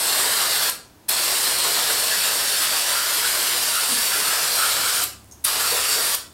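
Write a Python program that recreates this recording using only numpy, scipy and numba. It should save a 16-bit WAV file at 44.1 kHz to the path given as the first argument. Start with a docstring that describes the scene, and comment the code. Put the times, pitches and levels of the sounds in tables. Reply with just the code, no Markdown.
"""An aerosol can sprays cleaner through its straw onto a small metal part in a garage, in three bursts.
The jet is shaped noise and droplet impacts; the valve shapes each burst and spits as it opens and shuts.
As the aim drifts from the body of the part to its tip, the rush fades and the gap and edge tones rise in pitch;
now and then the jet catches a hollow or an edge. Nozzle ticks and fizz in the straw are noise too.
Bench, floor and walls answer; far away an engine of two sines gathers speed and changes gear."""
import sys
import numpy as np
from scipy import signal
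from scipy.fft import rfft, irfft
from scipy.io import wavfile
from scipy.ndimage import uniform_filter1d
from numba import njit

SR = 44100
rng = np.random.default_rng(int(sys.argv[2]) if len(sys.argv) > 2 else 0)


def output_pcm(signal):
    """Save a mono or channel-first signal as 16-bit PCM at the path in sys.argv[1].

    Samples are clipped to [-1, 1] before scaling.
    """
    pcm = np.clip(np.atleast_2d(signal).T, -1, 1) * 32767
    wavfile.write(sys.argv[1], SR, np.round(pcm).astype(np.int16))


N = 279546
T = np.arange(N) / SR

# Levels of the can are relative, ahead of the valve and the room.
# Presses of the valve. Each row: starts to open in seconds, fully shut in seconds.
PRESSES = [(-.1, .707), (1.081, 5.049), (5.438, 6.159)]
# Where the jet points. Each row: time in seconds, aim from 0 (square on the body) to 1 (grazing the tip).
AIM = [(0, 0.006), (.66, 0.15), (1.14, .15), (1.55, 0.11), (2.15, 0.26), (2.6, 0.86), (3.3, 0.93),
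       (4.0, 0.87), (4.65, 0.54), (5.0, 0.74), (5.5, 0.76), (5.75, 0.81), (6.15, 1)]
# Spectrum of the free jet. Each row: frequency in Hz, relative density in dB per Hz.
HISS_SPECTRUM = [(300, -24), (1000, -13.5), (2300, -3), (3400, -0.75), (4300, -2.5), (5000, -0.5),
                 (5500, -0.1), (6200, -6), (7500, -1.6), (8700, -1.2), (9800, -1.5), (10700, -4.5),
                 (13000, -3.2), (14600, -10.5), (16000, -14)]
# Spectrum of the jet breaking on the metal. Each row: frequency in Hz, relative density in dB per Hz.
RUSH_SPECTRUM = [(60, -29), (170, -14), (310, -9.5), (420, -1), (560, .5), (800, -3), (1100, -0.5),
                 (1700, -2.5), (3000, -19.5), (8000, -49)]
# The bore of the part as the jet turns into it. Each row: time in seconds, resonance in Hz, level in dB.
BORE = [(0, 1420, -35.5), (.6, 1400, -31.5), (1.14, 1470, -36.5), (2.15, 1540, -33.3), (3.1, 1490, -34),
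        (3.9, 1440, -35.5), (4.65, 1350, -33), (5.5, 1330, -33.5), (6.15, 1330, -34.5)]
# The jet meets the edge squarely. Each row: time of the peak in seconds, rise in dB.
FLARES = [(.03, 6.5), (3.92, 9), (4.62, 8), (4.87, 7.5)]
# The jet catches a hollow of the part or the hand. Each row: time of the peak in seconds,
# time from the peak down to 1/e^2 in seconds, resonance in Hz, width of each filter pass in Hz, level in dB.
PUFFS = [(2.13, 0.054, 1680, 280, -29.5), (2.74, 0.14, 4730, 650, -29), (2.982, 0.097, 1480, 357, -28.3),
         (3.242, 0.042, 1506, 200, -26), (3.774, .048, 1370, 240, -26), (3.926, .037, 247, 100, -36),
         (4.137, 0.062, 1540, 350, -27), (4.15, .04, 2480, 250, -31), (4.296, 0.079, 1360, 230, -27.5),
         (4.615, 0.071, 1320, 310, -23), (4.874, 0.067, 1370, 298, -29.5), (5.638, .044, 1320, 350, -27.5),
         (5.737, 0.038, 486, 200, -28), (5.984, .035, 460, 220, -30.5)]
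# Spectrum of the half-open valve. Each row: frequency in Hz, relative density in dB per Hz.
SPIT_SPECTRUM = [(1000, -29), (4500, -7), (6500, -12.5), (8700, -0.5), (13000, 0), (16000, -14)]
# Spectrum of the droplets boiling off in the straw. Each row: frequency in Hz, relative density in dB per Hz.
FIZZ_SPECTRUM = [(1500, -20), (4000, -10), (8500, 3), (15000, -3)]
# The finger settles on the nozzle. Each row: start in seconds, relative level in dB.
TICKS = [(5.312, -43.5), (5.322, -44)]
# Spectrum of the nozzle's plastic. Each row: frequency in Hz, relative density in dB per Hz.
TICK_SPECTRUM = [(3000, -26), (4400, -14), (5800, 0), (6800, 2), (7600, -12), (8500, -5), (11000, -13),
                 (13300, -10), (16000, -20)]
# Near reflections from bench, floor and body. Each row: mean delay in seconds, gain.
ECHOES = [(.0011, 0.24), (.0029, 0.13), (.0063, 0.11)]
# Decay of the garage. 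Each row: frequency in Hz, time to fall by 60 dB in seconds.
WALLS = [(150, 0.53), (800, 0.4), (2500, 0.36), (7000, 0.37), (12000, 0.22), (16000, 0.28)]
# The far engine pulls, then changes up. Each row: time in seconds, cycle rate in Hz, level in dB.
ENGINE = [(0, 27, -67), (2.1, 29.4, -60), (4.1, 31.4, -62.5), (4.7, 34, -54), (5.3, 35.3, -53.5),
          (5.68, 35.7, -54), (5.98, 26.9, -57), (6.34, 27, -59)]
# Spectrum of the steady garage background. Each row: frequency in Hz, relative density in dB per Hz.
GARAGE_SPECTRUM = [(20, -20), (52, -6), (90, 0.5), (150, -3.5), (300, -4), (500, -12), (900, -11),
                   (2000, -20), (5000, -23), (10000, -25.5), (15500, -26)]


def spray():
    """Gas and droplets leave the straw, break on the part and excite its cavities while the valve is open."""
    aim, = curves(AIM)
    opening = valve(open_s=0.016, shut_s=0.0117)
    # the liquid boils unevenly in the straw, so the whole jet flutters
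    flow = opening ** 1.3 * undb(0.73 * walk(69))
    jet = free_jet() + rush(aim) + bore() + gap(aim) + edge(aim) + puffs()
    return flow * jet + spit(opening)


def valve(open_s, shut_s):
    """The valve opens and shuts in straight ramps, 0-1."""
    opening = np.zeros(N)
    for on, off in PRESSES:
        ramps = np.minimum((T - on) / open_s, (off - T) / shut_s)
        opening += np.clip(ramps, 0, 1)
    return opening


def free_jet():
    """Turbulent gas hisses and carries fine droplets, at the same level in every burst."""
    gas = colour(noise(), HISS_SPECTRUM)
    drops = colour(droplets(per_s=3000, scatter_db=2.5), HISS_SPECTRUM)
    return undb(-22) * (gas + undb(-8.5) * drops)


def rush(aim):
    """The jet breaks on the metal, most strongly when square on the body."""
    level_db = between((-30, -34.5), aim) + 1.67 * walk(21.4)
    return undb(level_db) * colour(noise(), RUSH_SPECTRUM)


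def bore():
    """Turbulence rings the bore, whose resonance moves as the jet turns into it."""
    hz, db = curves(BORE)
    level_db = db + 2.0 * walk(34)
    return undb(level_db) * cavity(hz * (1 + 0.021 * walk(11.5)), width_hz=670)


def gap(aim):
    """The narrow gap between straw and part resonates higher and weaker towards the tip."""
    level_db = between((-28.5, -32), aim) + 1.3 * walk(12)
    hz = between((4250, 4580), aim) * (1 + 0.012 * walk(11))
    return undb(level_db) * cavity(hz, width_hz=950)


def edge(aim):
    """The jet splits on an edge into a broad tone, which flares where it meets the edge squarely."""
    flare_db = sum(db * swell(s, length=0.07) for s, db in FLARES)
    level_db = between((-31.5, -35), aim) + flare_db + 1.8 * walk(16)
    hz = between((8400, 8770), aim) * (1 + 0.0058 * walk(25))
    return undb(level_db) * cavity(hz, width_hz=2000)


def puffs():
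    """Hollows of the part or the hand resonate briefly as the jet catches them."""
    return sum(undb(db) * swell(s, length) * cavity(hz, width) for s, length, hz, width, db in PUFFS)


def spit(opening):
    """A half-open valve throttles the gas into a short bright spit, softer as it shuts."""
    throttle = opening ** 2 * np.sqrt(np.clip(1 - opening ** 2, 0, 1))
    level_db = np.where(np.gradient(opening) > 0, -4.2, -8.5)
    return undb(level_db) * throttle * colour(noise(), SPIT_SPECTRUM)


def fizz():
    """Propellant left in the straw boils off; the longer the burst, the wetter the straw."""
    soak_s = 2.5  # time constant of soaking and drying
    spraying = sum((T > on) * (T < off) for on, off in PRESSES)
    keep = np.exp(-1 / (soak_s * SR))
    wetness = signal.lfilter([1 - keep], [1, -keep], spraying)
    boiling = colour(droplets(per_s=6000, scatter_db=7), FIZZ_SPECTRUM)
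    return undb(-56.5) * wetness * boiling


def ticks():
    """The plastic nozzle clicks in its seat and scuffs on briefly."""
    touch = np.zeros(N)
    for s, db in TICKS:
        since = np.abs(T - s)
        scuff, click = np.exp(-since / .016), np.exp(-since / .0015)
        touch += undb(db) * (T >= s) * (scuff + click)
    return 0.8 * touch * colour(noise(), TICK_SPECTRUM)


def droplets(per_s, scatter_db):
    """Tiny impacts of uneven size at random moments."""
    hits = rng.random(N) < per_s / SR
    return hits * noise() * undb(scatter_db * noise())


def cavity(hz, width_hz):
    """Turbulence passes a resonance twice, for steep skirts, at rms 1."""
    hz = hz * np.ones(N)
    once = svf(noise(), hz, float(width_hz))
    return unit(svf(once, hz, float(width_hz)))


@njit
def svf(x, hz, width):
    """State-variable band-pass whose centre moves."""
    y, band, low = np.empty(len(x)), 0., 0.
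    for i in range(len(x)):
        g = np.tan(np.pi * hz[i] / SR)
        damping = width / hz[i]
        v = (band + g * (x[i] - low)) / (1 + g * (g + damping))
        band = 2 * v - band
        low += 2 * g * v
        y[i] = damping * v
    return y


def room(x, wet_db, sway_s):
    """The hands sway and the splash moves, so near echoes slide and the wall pattern keeps changing."""
    near = waver(x, depth_db=3.0, patch_hz=350, patch_s=.06)
    for delay, gain in ECHOES:
        near += gain * np.interp(T - delay - sway_s * walk(2.3), T, x)
    # four wall responses trade shares of the sound at constant total power
    shares = np.array([walk(rate=16.0) for _ in range(4)])
    shares /= np.linalg.norm(shares, axis=0)
    far = sum(signal.fftconvolve(share * x, reverb())[:N] for share in shares)
    return undb(-2.5) * (near + undb(wet_db) * far)


def waver(x, depth_db, patch_hz, patch_s):
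    """The splash beams its hiss in shifting lobes, so patches of the spectrum swell and fade."""
    f, t, z = signal.stft(x, SR, nperseg=512)
    size = (max(int(patch_hz / f[1]), 1), max(int(patch_s / t[1]), 1))
    field = rng.standard_normal(z.shape)
    for axis in (0, 1, 0, 1):
        field = uniform_filter1d(field, size[axis], axis=axis, mode="wrap")
    # short waves are beamed most
    db = depth_db * unit(field) * np.sqrt(f / f[-1])[:, None]
    return signal.istft(z * undb(db), SR)[1][:N]


def reverb():
    """A diffuse wall response, its decay time set by frequency and its energy evened over the spectrum."""
    f, t, z = signal.stft(rng.standard_normal(SR // 2), SR, nperseg=256)
    decay_db = -60 * t / at_hz(f, WALLS)[:, None]
    tail = signal.istft(z * undb(decay_db), SR)[1]
    # the walls answer from 3 ms on, fading in over 3.8 ms
    tail *= np.clip((T[:len(tail)] - .003) / 0.0038, 0, 1)
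    # many paths share the energy evenly over neighbouring frequencies
    response = rfft(tail)
    power = uniform_filter1d(np.abs(response) ** 2, size=60)
    return irfft(response / np.sqrt(power))[:SR // 3]


def engine():
    """Only the lowest firing orders, 2 and 3 per cycle, come through the wall, throbbing unevenly."""
    hz, db = curves(ENGINE)
    phase = 2 * np.pi * np.cumsum(hz * (1 + .006 * walk(12))) / SR
    second = undb(2 * walk(10)) * np.sin(2 * phase)
    third = undb(-1 + 1.4 * walk(10)) * np.sin(3 * phase)
    return undb(db) * unit(second + third)


def garage():
    """The steady background of the place is noise, strongest in the bass."""
    return undb(-51.5) * colour(noise(), GARAGE_SPECTRUM)


def noise():
    """White noise."""
    return rng.standard_normal(N)


def walk(rate):
    """Smooth chance with about `rate` turns a second, rms 1."""
    k = max(int(SR / rate), 1)
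    smooth = uniform_filter1d(noise(), k)
    return unit(uniform_filter1d(smooth, k))


def colour(x, points):
    """Weight the spectrum of x by (Hz, dB) points, at rms 1."""
    gain = undb(at_hz(np.fft.rfftfreq(N, 1 / SR), points))
    return unit(irfft(rfft(x) * gain, N))


def at_hz(hz, points):
    """Read (Hz, value) points on a log-frequency axis."""
    f, value = np.transpose(points)
    return np.interp(np.log(np.maximum(hz, 1)), np.log(f), value)


def curves(rows):
    """The columns of a time table, one value a sample."""
    s, *columns = np.transpose(rows)
    return [np.interp(T, s, c) for c in columns]


def swell(s, length):
    """A smooth rise and fall around time s, top 1, down to 1/e^2 at `length` seconds either side."""
    return np.exp(-2 * ((T - s) / length) ** 2)


def between(ends, share):
    """Slide from the first value to the second as share goes from 0 to 1."""
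    return ends[0] + (ends[1] - ends[0]) * share


def undb(db):
    """Decibels to gain."""
    return 10 ** (np.asarray(db) / 20)


def unit(x):
    """Scale to rms 1."""
    return x / np.sqrt(np.mean(x ** 2))


def scene():
    """Can in the garage, far engine and steady background, the same in both channels."""
    can = room(spray() + fizz() + ticks(), wet_db=-3.5, sway_s=.00008)
    mono = can + engine() + garage()
    return np.array([mono, mono])


def record(dry):
    """The recorder behind the microphone cuts the top steeply above 15.8 kHz."""
    top_cut = signal.ellip(12, .1, 80, 15800, fs=SR, output="sos")
    return signal.sosfilt(top_cut, dry)


dry = scene()
out = record(dry)
output_pcm(out)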